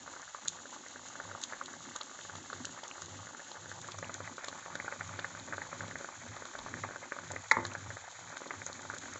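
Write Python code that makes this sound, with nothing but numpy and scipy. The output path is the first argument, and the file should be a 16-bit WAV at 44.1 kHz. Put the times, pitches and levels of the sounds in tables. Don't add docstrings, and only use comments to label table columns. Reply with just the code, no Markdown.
import sys
import numpy as np
from scipy import signal
from scipy.fft import rfft, irfft, next_fast_len
from scipy.io import wavfile
from scipy.ndimage import uniform_filter1d

SR = 44100
rng = np.random.default_rng(int(sys.argv[2]) if len(sys.argv) > 2 else 0)


def how_loud(loudness_db):
    steps = np.asarray(loudness_db, float) / 20
    return 10 ** steps


def put_to_file(sound):
    columns = np.atleast_2d(sound).T
    safe = np.clip(columns, -1, 1)
    whole_steps = np.round(safe * 32767)
    wavfile.write(sys.argv[1], SR, whole_steps.astype(np.int16))


N = 405279


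def rms_one(x):
    return x / np.sqrt(np.mean(x ** 2) + 1e-20)


def in_time(rows):
    s, *columns = np.transpose(rows)
    return [np.interp(np.arange(N) / SR, s, c) for c in columns]


def drift(rate):
    r = np.exp(-80 * np.pi * rate / SR)
    slow = signal.lfilter([1], [1, -2 * r, r * r], rng.standard_normal(N // 40 + 2002))[2000:]
    return np.interp(np.arange(N) / 40, np.arange(len(slow)), rms_one(slow))


def butter(x, order, hz, kind="low"):
    return signal.sosfilt(signal.butter(order, hz, kind, fs=SR, output="sos"), x)


def colour(x, spectrum):
    size = next_fast_len(N)
    hz, level_db = np.transpose(spectrum)
    grid = np.log(np.arange(size // 2 + 1) * SR / size + 1)
    gain = how_loud(np.interp(grid, np.log(hz), level_db, left=-120, right=-120))
    return rms_one(irfft(rfft(x, size) * gain, size)[:N])


def resonate(x, hz, width_hz):
    r = np.exp(-np.pi * width_hz / SR)
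    feedback = [1, -2 * r * np.cos(2 * np.pi * hz / SR), r * r]
    return signal.lfilter(np.array([1, 0, -1]) * (1 - r * r) / 2, feedback, x)


def ring(clicks, hz, t60):
    r, w = how_loud(-60 / (t60 * SR)), 2 * np.pi * hz / SR
    return signal.lfilter([0, np.sin(w)], [1, -2 * r * np.cos(w), r * r], clicks + 1e-18)


def add(out, s, sound):
    i = max(round(s * SR), 0)
    out[i:i + len(sound)] += sound[:N - i]


def plop(hz, cycles, start):
    u = np.arange(int(4 * cycles / hz * SR)) * hz / SR / cycles
    swell = u * np.exp(1 - u) * np.exp(-.3 * u ** 2 + 0.7)
    pitch = hz * (1.15 - (1.15 - start) * np.exp(-1.6 * u))
    return swell * np.sin(2 * np.pi * np.cumsum(pitch) / SR)


# start_s, hold_s, drone_db
GATE_OPENINGS = [(0, .1, -68), (0.49, 0.072, -63), (1.0, .1, -65), (1.65, 0.043, -66), (4.5, 0.11, -65),
                 (1.21, 0.12, -56.5), (1.8, 0.058, -59), (2.28, 0.11, -56), (2.57, 0.096, -53.5),
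                 (3.07, 0.14, -53.5), (3.65, 0.18, -54.5), (3.95, .32, -55), (4.7, .15, -58),
                 (5.04, 0.11, -51), (5.27, .45, -56), (5.78, 0.14, -49.5), (6.23, .1, -52), (6.7, .2, -50),
                 (7.28, 0.075, -52), (7.57, .08, -48), (7.79, .13, -49), (8.21, 0.068, -57.5),
                 (8.6, 0.16, -55), (8.88, .3, -58)]
# start_s, length_s, depth_db
LULLS = [
    (0.238, .17, 14),
    (0.85, 0.29, 5),
    (3.42, 0.11, 3),
    (4.396, 0.048, 5),
    (6.119, 0.079, 7),
    (7.43, .07, 16),
    (7.968, 0.22, 15),
]


def suppressor():
    open_db_per_s, close_db_per_s, shut_db, lull_edge_s = 171, 140, -76, .03
    t, drone_db = np.arange(N) / SR, np.full(N, float(shut_db))
    for s, hold_s, db in GATE_OPENINGS:
        before_s = np.maximum(s - t, 0)
        after_s = np.maximum(t - s - hold_s, 0)
        drone_db = np.maximum(drone_db, db - open_db_per_s * before_s - close_db_per_s * after_s)
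    drone_db = uniform_filter1d(drone_db, int(.06 * SR))
    lull_db = sum(db * np.clip(np.minimum(t - s, s + length - t) / lull_edge_s + 1, 0, 1)
                  for s, length, db in LULLS)
    return drone_db, -61 + .1 * (drone_db + 55.5) - lull_db


# pitch_hz, width_hz, level_db
ROOM_MODES = [(250, 79, 5), (345.2, 21, -4), (502, 50, -2.5)]


def flame(drone_db, rumble_db):
    noise = rng.standard_normal((3, N))
    drone = rms_one(resonate(resonate(noise[0], 100, 20), 96.4, 33))
    second = rms_one(resonate(resonate(noise[1], 168, 21), 163, 45))
    modes = sum(how_loud(db + 2.6 * drift(7)) * rms_one(resonate(resonate(noise[1], hz, width), hz, 3.06 * width))
                for hz, width, db in ROOM_MODES)
    stir_db = 16 * np.exp(-((np.arange(N) / SR - 6.62) / .07) ** 2)
    sub = rms_one(butter(noise[2], 2, 50))
    low = how_loud(drone_db) * drone + how_loud(0.59 * drone_db + .4 * rumble_db - 3) * second
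    rumble = how_loud(rumble_db + 4.0 + 1.8 * drift(16)) * rms_one(modes)
    return low + rumble + how_loud(stir_db - 71.0) * sub


def kitchen(x, t60):
    t = np.arange(int(.4 * SR)) / SR
    tail = rng.standard_normal(len(t)) * how_loud(-60 * t / t60) * (t > .008)
    tail = butter(tail, 2, [300, 2300], "band")
    return signal.oaconvolve(x, tail / np.sqrt(np.sum(tail ** 2)))[:N]


# pitch_hz, level_db (per Hz)
SEETHE_SPECTRUM = [(290, -39.5), (500, -6.5), (637, -5.5), (899, -5), (1500, -0.5), (2360, -4.5),
                   (2600, -8), (3380, -48), (5720, -120)]


def seethe():
    return colour(rng.standard_normal(N) * how_loud(3.9 * drift(30)), SEETHE_SPECTRUM)


# pitch_hz, level_db (per Hz)
FIZZ_SPECTRUM = [(1290, -36.5), (2200, -13.5), (2380, -11.5), (3520, -8), (4030, -7), (5140, -14),
                 (6480, -2.5), (6900, 0.5), (7590, -6.5), (8500, -40.5), (11000, -67), (18700, -120)]


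def fizz():
    sizes = how_loud(3.9 * np.minimum(rng.exponential(1, N), 5))
    cracks = sizes * rng.choice([-1, 1], N) * (rng.random(N) < 2500 / SR)
    hiss = rng.standard_normal(N) * how_loud(1.57 * drift(23))
    return colour(hiss + 0.69 * rms_one(cracks), FIZZ_SPECTRUM)


def small_bubbles(per_s):
    sizes = how_loud(3.6 * np.minimum(rng.exponential(1, N), 3)) * rng.choice([-1, 1], N)
    born = rng.random(N) < per_s * how_loud(3.5 * drift(22)) / SR
    pitches, dealt = np.geomspace(750, 2000, 10), rng.integers(0, 10, N)
    return rms_one(sum(signal.oaconvolve(sizes * born * (dealt == k), plop(hz, cycles=1.21, start=0.46))[:N]
                       for k, hz in enumerate(pitches)))


# start_s, level_4khz_db, level_7khz_db
SPITS = [(0.4816, -27.5, -18.5), (1.0853, -50, -38), (1.416, -52, -29), (1.4285, -46, -35),
         (1.4371, -30.5, -25.5), (1.6591, -41.5, -39), (1.962, -39, -30), (2.0134, -36.5, -54),
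         (2.355, -43, -36), (2.6526, -32.5, -26.5), (2.837, -39.5, -48), (3.0198, -43, -33),
         (3.516, -40.5, -51), (3.8157, -49, -33), (3.9192, -37, -45.5), (3.9875, -49, -31),
         (4.1416, -44, -30.5), (4.4453, -42, -36), (4.484, -33.5, -34), (4.754, -38, -36),
         (5.1945, -35, -51), (6.59, -40, -46), (7.3176, -45, -30), (7.6518, -34.5, -41),
         (7.6662, -47.5, -34), (8.3697, -42, -41), (8.664, -47, -26), (8.948, -48, -34),
         (8.9837, -41.5, -31), (9.1356, -50, -34)]


def spits():
    low, high, t = np.zeros(N), np.zeros(N), np.arange(int(.05 * SR)) / SR - .01
    crack = np.where(t < 0, np.exp(t / 0.00023), np.exp(-t / 0.00082))
    spray = 0.13 * np.where(t < 0, np.exp(-(t / 0.0059) ** 4), np.exp(-t / 0.012))
    # middle and spread of start_s, level_4khz_db, level_7khz_db
    middle, spread = [N / SR / 2, -49.5, -42], [N / SR / 2, 3.5, 3.5]
    stray = rng.uniform(-1, 1, (30, 3)) * spread + middle
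    rows = np.vstack([SPITS, stray])
    for (s, low_db, high_db), noise in zip(rows, rng.standard_normal((len(rows), 2, len(t)))):
        burst = (crack + spray) * np.tanh(0.63 * noise)
        add(low, s + t[0], how_loud(low_db + 21) * burst[0])
        add(high, s + t[0], how_loud(high_db + 18.0) * burst[1])
    port_low = resonate(resonate(low, 3770, 1200), 3500, 3000)
    port_high = resonate(resonate(high, 6670, 1500), 6680, 1500)
    return port_low + port_high


# start_s, peak_db, pitch_hz
TINY_BUBBLES = [
    (2.0118, -34, 3450),
    (2.9127, -35, 2620),
    (2.213, -39.5, 3500),
    (2.531, -38, 4000),
    (4.0444, -37, 2570),
    (7.7154, -40, 2390),
]
# start_s, peak_db, pitch_hz
LONE_BUBBLES = [
    (0.278, -41, 1470),
    (0.726, -42, 926),
    (8.04, -42, 800),
    (8.078, -41, 773),
    (8.322, -39.5, 1520),
]


def drops():
    out = np.zeros(N)
    for s, db, hz in list(TINY_BUBBLES) + list(LONE_BUBBLES):
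        add(out, s, how_loud(db - 3) * plop(hz, cycles=2.3, start=0.65))
    return out


# start_s, peak_db, brightness_db (per octave above 1 kHz), thud_db
KNOCKS = [
    (7.5122, -12.5, 2, -43),
    (7.5158, -13, 2.0, -49),
    (7.5668, -10.5, -10.5, -33),
    (7.584, -18, -20, -32),
    (6.835, -29, 0, -44),
]
# pitch_hz, level_db, t60_s
PAN_MODES = [(468, -13.5, 0.024), (650, -18, 0.022), (889, -9, 0.048), (1040, -8.5, 0.025),
             (1190, -9, 0.025), (1400, -12, 0.024), (1778, -4, 0.02), (2085, -2, 0.024)]
# pitch_hz, level_db, t60_s
STOVE_THUD = [(106, -8.5, .3), (254, 3, 0.14), (346, 2.5, 0.2)]


def knocks():
    out, clink = np.zeros(N), np.zeros(N)
    chance = rng.normal(0, 2.0, (len(KNOCKS), len(PAN_MODES)))
    s, db, bright_db, thud_db = np.transpose(KNOCKS)
    at, t = np.round(s * SR).astype(int), np.arange(int(.04 * SR)) / SR
    for k, (hz, level_db, t60) in enumerate(PAN_MODES):
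        clicks = np.zeros(N)
        clicks[at] = how_loud(db + level_db + bright_db * max(np.log2(hz / 1000), 0) + chance[:, k])
        out += ring(clicks, hz, t60) * (-1) ** k
    out = signal.sosfilt(signal.ellip(2, 1, 18, [330, 2300], "band", fs=SR, output="sos"), out)
    for hz, level_db, t60 in STOVE_THUD:
        clicks = np.zeros(N)
        clicks[at] = how_loud(thud_db + level_db)
        out += ring(signal.lfilter([.02], [1, -.98], clicks), hz, t60)
    for when, level_db, noise in zip(s, db + 2.4 * bright_db, rng.standard_normal((len(s), len(t)))):
        add(clink, when, how_loud(level_db - 4) * np.tanh(noise) * np.exp(-t / 0.004))
    return out, sum(resonate(resonate(clink, hz, 820), hz, 1100) for hz in (4100, 5700, 6600))


NEARS_S = [3.7, 4.0]


def vents(listed_s):
    gap_s, level_db, spread_db, low_hz, high_hz, clear_s = .09, -39, 2, 850, 1650, .02
    gap, pair, size, pitch = rng.random((300, 4)).T
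    s = np.cumsum(np.where(pair < .2, .007, gap_s * (.4 + 1.2 * gap)))
    free = (np.abs(s[:, None] - listed_s).min(axis=1) > clear_s) & (s < N / SR - .01)
    for start, length, _ in LULLS:
        free &= (s < start) | (s > start + length)
    peak_db = level_db + spread_db * (2 * size - 1) + 2.0 * np.interp(s, NEARS_S, [0, 1])
    return np.transpose([s, peak_db, low_hz * (high_hz / low_hz) ** pitch])[free]


TEAR_S = .005


def splash(noise):
    t = np.arange(len(noise)) / SR - TEAR_S
    grains = butter(noise ** 3, 3, [450, 2150], "band")
    return rms_one(grains) * np.exp(np.where(t < 0, 2.2 * t / TEAR_S, -t / 0.009))


# start_s, peak_db,
# pitch_hz
PLOPS = [(0.078, -35.5, 1280), (0.164, -36.5, 1240), (0.3482, -28.5, 1040), (0.4574, -32.5, 1540),
         (0.8638, -34, 1770), (0.96, -35, 1570), (1.155, -33, 1400), (1.2012, -27.5, 1470),
         (1.3148, -31.5, 1300), (1.351, -30, 1216), (1.5246, -28.5, 1410), (1.534, -27.5, 1720),
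         (1.6134, -24, 1158), (1.7378, -34, 1580), (1.9608, -29, 1293), (2.0114, -35, 1104),
         (2.1907, -34, 1550), (2.2512, -37, 1090), (2.2972, -33.5, 1460), (2.5012, -29.5, 1350),
         (2.5306, -29, 1180), (2.648, -31, 1470), (2.3542, -36.5, 1070), (2.6927, -38.5, 1301),
         (2.9124, -38, 1190), (2.8343, -31.5, 815), (3.02, -35, 1230), (3.2702, -35, 1700),
         (3.3485, -34, 1360), (3.5163, -35, 748),
         (3.716, -29, 1600), (3.8872, -30.5, 1060), (3.9866, -33.5, 1160), (4.0278, -29, 1680),
              (4.0959, -27, 1160), (4.2049, -31.5, 1230), (4.2764, -28.5, 1774), (4.382, -29.5, 1320),
              (4.4434, -29.5, 1820), (4.4843, -32, 990), (4.5283, -32.5, 1530), (4.661, -32.5, 1070),
              (4.755, -27, 1500), (4.8005, -25.5, 1830), (4.881, -24.5, 1370), (4.925, -24, 1750),
              (5.01, -23, 1636), (5.0932, -30.5, 1230), (5.1916, -27.5, 1530), (5.2458, -23, 1707),
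              (5.5259, -25, 1650), (5.5344, -25, 1370), (5.5818, -27.5, 1440), (5.6184, -26, 1680),
              (5.7298, -28.5, 1160), (5.8077, -27.5, 1580), (5.9117, -32, 1590), (5.957, -25.5, 1700),
              (6.0461, -29, 1362), (6.0886, -31, 1040),
         (6.367, -34, 1190), (6.4233, -34.5, 1360), (6.5532, -29, 1360), (6.663, -32, 1100),
               (6.5891, -33, 1000), (6.6854, -34, 1500), (6.8897, -33.5, 1460), (7.3046, -32.5, 1650),
               (6.7404, -28, 1640), (6.8394, -27, 1120), (6.8484, -29, 860), (6.9608, -30, 1370),
               (7.1216, -26, 1530), (7.188, -29.5, 1300), (7.3124, -30.5, 720), (7.363, -26.5, 1850),
               (7.6022, -30, 920), (7.6517, -27.5, 1560), (7.752, -25.5, 1470), (7.9049, -28, 1650),
               (7.9698, -31.5, 1660), (8.3696, -30.5, 1410), (8.419, -35, 1250), (8.508, -23.5, 1876),
               (8.6183, -28.5, 1880), (8.6656, -35, 1320), (8.9006, -26.5, 1380), (8.9388, -33.5, 1439),
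               (9.0574, -32.5, 1570), (9.1594, -33.5, 1080)]


def big_bubbles():
    listed = np.array(PLOPS)
    out, chance = np.zeros(N), rng.random((400, 5))
    patter = rng.standard_normal((400, int(.05 * SR)))
    bursts = np.vstack([listed, vents(listed[:, 0])])
    for (s, db, hz), (a, b, c, d, e), noise in zip(bursts, chance, patter):
        cycles = (1.254 + 0.67 * a) * min(hz / 1250, 1)
        gulp_db = np.interp(s, NEARS_S, [-47, -42]) + .4 * (db + 29.5) + 4.5 * (2 * d - 1)
        gulp = min((hz / 1100) ** 4, 1) * plop(420 + 250 * c, cycles=0.79, start=0.79)
        splash_db = db - 16 + 3 * (2 * e - 1)
        add(out, s - 0.961 * cycles / hz, how_loud(db - 6.0) * plop(hz, cycles, start=0.48 + 0.46 * b))
        add(out, s - .0022, how_loud(gulp_db - 1.5) * gulp)
        add(out, s - TEAR_S, how_loud(splash_db) * splash(noise))
    return out


# pitch_hz, width_hz, level_db
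PAN_AIR = [(543, 32, 4.5), (900, 130, 1), (1190, 96, 2.5), (1530, 240, 2.5)]


def pan_hollow(x):
    echoed = x.copy()
    for lag_s, echo_db in [(.0034, -14.5), (.0071, -18.5)]:
        add(echoed, lag_s, how_loud(echo_db) * x)
    return echoed + sum((how_loud(db) - 1) * resonate(echoed, hz, width) for hz, width, db in PAN_AIR)


def distance(low, high):
    closer = np.interp(np.arange(N) / SR, NEARS_S, [0, 1])
    depth = np.clip(.8 - .1 * closer + .25 * drift(2), 0, .98)
    out = 0
    for share, edge_hz, notch_hz in [(1 - closer, 2250, 2390), (closer, 2600, 2800)]:
        heard = butter(low, 4, edge_hz) + high
        out = out + share * (heard - depth * resonate(heard, notch_hz, 260))
    return out


# start_s, small_bubbles_db, fizz_db
SIMMER = [
    (0.0, -53.5, -53.5),
    (0.92, -54.5, -52.5),
    (1.2, -51.5, -52),
    (3.61, -54, -52.5),
    (4.12, -51, -52.5),
    (8.32, -52, -53.5),
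    (9.19, -49.5, -52),
]


def scene():
    bubbles_db, fizz_db = in_time(SIMMER)
    small = butter(small_bubbles(per_s=220), 3, 560, "high")
    sauce = pan_hollow(big_bubbles() + how_loud(bubbles_db - 4) * small)
    blows, clink = knocks()
    room = how_loud(-22.5) * kitchen(sauce, t60=.2) + how_loud(-20) * kitchen(blows, t60=.3)
    low = sauce + butter(blows, 4, 90, "high") + room + how_loud(bubbles_db - 3.5) * seethe()
    high = butter(clink + spits(), 6, 7700) + how_loud(fizz_db) * fizz()
    return (distance(low, high) + drops() + flame(*suppressor()))[None]


def band_limit(x):
    return signal.sosfilt(signal.butter(12, 8740, fs=SR, output="sos"), x)


def record(dry):
    thin = butter(dry, 2, 62, "high")
    edge = butter(thin, 6, 7900)
    cut = signal.sosfilt(signal.ellip(6, 1, 45, 8200, fs=SR, output="sos"), edge)
    mix = cut + how_loud(-101) * rng.standard_normal(dry.shape)
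    return band_limit(mix)


dry = scene()
out = record(dry)
put_to_file(out)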